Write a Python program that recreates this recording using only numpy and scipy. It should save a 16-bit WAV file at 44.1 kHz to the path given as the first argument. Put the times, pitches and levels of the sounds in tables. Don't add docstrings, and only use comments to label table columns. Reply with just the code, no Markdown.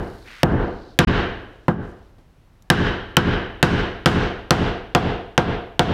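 import sys
import numpy as np
from scipy import signal
from scipy.fft import rfft, irfft
from scipy.io import wavfile
from scipy.ndimage import uniform_filter1d, minimum_filter1d

SR = 44100
rng = np.random.default_rng(int(sys.argv[2]) if len(sys.argv) > 2 else 0)


def int16_out(signal):
    q = np.round(np.clip(np.atleast_2d(signal).T, -1, 1) * 32767)
    wavfile.write(sys.argv[1], SR, q.astype(np.int16))


N = 261513
TIME = np.arange(N) / SR
AGE = TIME[:int(1.3 * SR)]
BAND_HZ = 28 * 2 ** np.arange(0, 9.5, .5)


def undb(db):
    return 10 ** (np.asarray(db) / 20)


def fade(t60):
    return np.exp(-np.log(1000) * AGE / max(t60, 1e-3))


def resonate(x, hz, width):
    centre = min(hz, SR / 3)
    b, a = signal.iirpeak(centre, hz / min(width, SR / 4), fs=SR)
    return signal.lfilter(b, a, x)


def cut(x, hz, kind, order=2):
    sos = signal.butter(order, min(hz, SR / 2 - 1), kind, fs=SR, output="sos")
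    return signal.sosfilt(sos, x)


def band_noise(hz, size):
    bin_hz = (np.arange(size // 2 + 1) + 1e-6) * SR / size
    octaves = np.log2(bin_hz / hz)
    window = np.cos(np.pi * np.clip(octaves, -.5, .5))
    x = irfft(rfft(rng.standard_normal(size)) * window, size)
    return x / x.std()


def bands(table):
    hz, *columns = np.transpose(table)
    return zip(BAND_HZ, *(np.interp(np.log(BAND_HZ), np.log(hz), c) for c in columns))


def add(out, s, x):
    start = int(round(s * SR))
    x = x[max(-start, 0):max(len(out) - start, 0)]
    out[max(start, 0):max(start, 0) + len(x)] += x


def modes(table):
    total = 0
    for k, (hz, db, t60) in enumerate(table):
        total = total + (-1) ** k * undb(db) * fade(t60) * np.sin(2 * np.pi * hz * AGE)
    return total


def dense_ring():
    # frequency in Hz, early level in dB, late level in dB, late t60 in seconds.
    ring_spectrum = [(40.5, -32, -21.5, 1.0), (101, 0, -18.5, 0.41), (219, -2, -21.5, 0.72),
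                     (350, -2.5, -21, 0.9), (515, -10, -26.5, 0.87), (1020, -1, -21.5, 0.73),
                     (2240, -13, -25, 0.78), (3730, -15, -30, 0.7), (7560, -18.5, -35, 0.45),
                     (13760, -20.5, -37, 0.26)]
    early_t60_s = 0.11
    early, late = 0, 0
    for hz, early_db, late_db, t60 in bands(ring_spectrum):
        band = band_noise(hz, len(AGE))
        early = early + undb(early_db) * fade(early_t60_s) * band
        late = late + undb(late_db) * fade(t60) * band
    return np.array([early, late])


def seated(s, loose_and_seated):
    # time in seconds, firmness from 0 (loose) to 1 (seated).
    firmness = [(.43, 0.31), (1.0, 0.21), (2.7, 0.017), (3.2, 0.17), (5.0, 0.85)]
    held = np.interp(s, *np.transpose(firmness))
    return np.interp(held, (0, 1), loose_and_seated)


def hammer(wander_hz=1000, crack_hz=2300, crack_width_hz=2400, grit_db=-24):
    # start in seconds, strength in dB, contact corner in Hz (higher = harder),
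    # extra crack level in dB, tail level in dB.
    blows = [(-.18, -1.5, 1020, 10, -7.5), (0.432, -7, 887, 14, 5.5), (0.9893, -3, 4800, 4, -1),
             (1.682, -7.5, 960, -10.5, -11.5), (2.7011, -6.5, 5770, 7.5, -1.5), (3.1683, -6, 4100, 5.5, -2),
             (3.628, -6, 6240, 1, -1), (4.059, -4.5, 6800, -3.5, -2), (4.5070, -7.5, 6200, 6, 0),
             (4.9496, -8, 4600, 1, -2), (5.3781, -9, 4100, 1, -2.5), (5.7937, -10, 4950, 0, 0.5)]
    # frequency in Hz before the pitch ratio, width in Hz,
    # relative level in dB.
    board_modes = [(1560, 270, 6), (2938, 330, 5.5), (3640, 210, -1), (4840, 330, -7)]
    # frequency in Hz, width in Hz, relative level in dB.
    knock_modes = [(468.4, 70, 1.5), (706, 99, 4), (3300, 380, -4)]
    # frequency in Hz, relative level in dB, t60 in seconds before damping.
    hull_modes = [(36.1, -36, 0.4), (54.07, -22.5, 0.8), (89.66, -19, 0.8), (112.6, -23.5, 0.93),
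                  (136, -13.5, 0.21), (164.8, -5, 0.34), (178.6, -6.5, .46), (219, -11.5, 0.43),
                  (268.7, -16.5, 0.54), (348, -16, 0.51), (374.2, -17.5, 0.63), (417.5, -15.5, 0.58),
                  (487.7, -12, 0.34)]
    # frequency in Hz, relative level in dB, t60 in seconds before damping.
    thud_modes = [(135.3, 6, 0.12), (175.9, 4.5, .16), (215.9, 2, 0.16), (353, -2.5, 0.15),
                  (443.3, -6.5, 0.038), (501.3, -0.5, 0.097)]
    board_pitch = (1.046, 0.962)
    board_db, knock_db = (-0.5, -11.5), (-18, 8)
    damping_db_per_s = (-7, 20.5)
    build_s = (0.042, 0.004)
    linger_db_per_s, linger_hz = 11.5, 1070
    crack_t60_s, base_crack_db = 0.0079, 21
    surge_delay_s, surge_rise_s, surge_db, surge_top_hz = 0.098, 0.019, -6.5, 562

    out, ring = np.zeros(N), dense_ring()
    hull, thud = modes(hull_modes), modes(thud_modes)
    for s, db, contact_hz, crack_db, tail_db in blows:
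        pitch = seated(s, board_pitch)
        damping = seated(s, damping_db_per_s) + linger_db_per_s * linger_hz / contact_hz
        early, late = cut(ring, wander_hz, "low") + cut(dense_ring(), wander_hz, "high")
        crack_noise = resonate(rng.standard_normal(len(AGE)), crack_hz * pitch, crack_width_hz)
        crack = fade(crack_t60_s) * crack_noise
        tail = late * (1 - np.exp(-AGE / max(seated(s, build_s), 1e-3)))
        body = undb(base_crack_db + crack_db) * crack + early + undb(tail_db) * tail
        board = sum(undb(mode_db) * resonate(body, hz * pitch, width) for hz, width, mode_db in board_modes)
        knock = sum(undb(mode_db) * resonate(body + thud, hz, width) for hz, width, mode_db in knock_modes)
        blow = body + thud + undb(min(tail_db, 0)) * hull
        blow = blow + undb(seated(s, board_db)) * board + undb(seated(s, knock_db)) * knock
        surge = cut(early, surge_top_hz, "low", order=4) * (1 - np.exp(-AGE / surge_rise_s))
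        add(blow, surge_delay_s, undb(tail_db + surge_db) * surge)
        blow = cut(blow, contact_hz, "low") - undb(grit_db) * blow
        add(out, s, undb(db - max(damping, 0) * AGE) * blow)
    return out


def ticks_and_rubs(rough=0.28):
    # start in seconds, level in dB before gain control,
    # centre in Hz, width in Hz, t60 in seconds.
    ticks = [(2.182, -61.5, 254, 119.2, 0.21), (2.623, -62.5, 6500, 7000, 0.021)]
    # start in seconds, end in seconds,
    # level in dB before gain control, centre in Hz, width in Hz of each of two filter passes (capped).
    rubs = [(-.1, 0.43, -72.5, 4170, 12000), (0.26, 0.45, -55, 1900, 2000), (-.1, 0.948, -71.5, 4170, 1800),
            (0.51, 2.1, -82, 3500, 3700), (1.84, 1.926, -76.5, 4600, 6000)]
    out = np.zeros(N)
    for s, db, hz, width, t60 in ticks:
        tick = resonate(rng.standard_normal(len(AGE)), hz, width)
        add(out, s, undb(db) * fade(t60) * tick / tick.std())
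    for start, end, db, hz, width in rubs:
        grain_level = np.repeat(rng.standard_normal(N // 128 + 1), 128)[:N]
        grains = rng.standard_normal(N) * np.exp(rough * grain_level)
        rub = resonate(resonate(grains, hz, width), hz, width)
        span = uniform_filter1d(1. * ((TIME > start) & (TIME < end)), size=1800)
        out += undb(db) * rub / rub.std() * span
    return out


def garage():
    # frequency in Hz, level in dB a half octave before gain control.
    floor_spectrum = [(25, -64), (55, -69.5), (110, -71.5), (400, -83), (900, -82), (2000, -86),
                      (5000, -90), (15000, -94)]
    return sum(undb(db) * band_noise(hz, N) for hz, db in bands(floor_spectrum))


def scene():
    return (hammer() + ticks_and_rubs() + garage())[None]


def gain_control(x, rest_db=12, hold_s=0.011, release_db_per_s=150):
    ceiling_db, attack_s, ahead = -7.3, .0052, int(.008 * SR)
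    peak_db = 20 * np.log10(np.abs(np.pad(x[ahead:], (0, ahead))) + 1e-9)
    duck_db = np.maximum(peak_db + rest_db - ceiling_db, 0)
    half = int(hold_s * SR / 2)
    held_db = -minimum_filter1d(-duck_db, 2 * half + 1, origin=half)
    climb_db = release_db_per_s * TIME
    released_db = np.maximum.accumulate(held_db + climb_db) - climb_db
    smooth_duck_db = cut(released_db, 1 / (2 * np.pi * attack_s), "low", order=1)
    return x * undb(rest_db - smooth_duck_db)


def dropout(x, thump_db=-7, thump_width_s=0.0023):
    gap_from_s, gap_to_s, thump_at_s = 1.049, 1.074, 1.0755
    live = 1 - uniform_filter1d(1. * ((TIME > gap_from_s) & (TIME < gap_to_s)), size=100)
    thump = undb(thump_db) * np.exp(-((TIME - thump_at_s) / thump_width_s) ** 2)
    return x * live + cut(thump, 30, "high")


def record(dry):
    dip_hz, dip_width_hz, dip_db = 7800, 3900, -2.5
    clipped = dry[0] / (1 + dry[0] ** 8) ** (1 / 8)
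    x = cut(gain_control(clipped), 42, "high", order=1)
    x = dropout(x)
    x = x - (1 - undb(dip_db)) * resonate(x, dip_hz, dip_width_hz)
    x = cut(x, 16000, "low")
    return signal.sosfilt(signal.ellip(8, .2, 70, 16500, fs=SR, output="sos"), x)[None]


dry = scene()
out = record(dry)
int16_out(out)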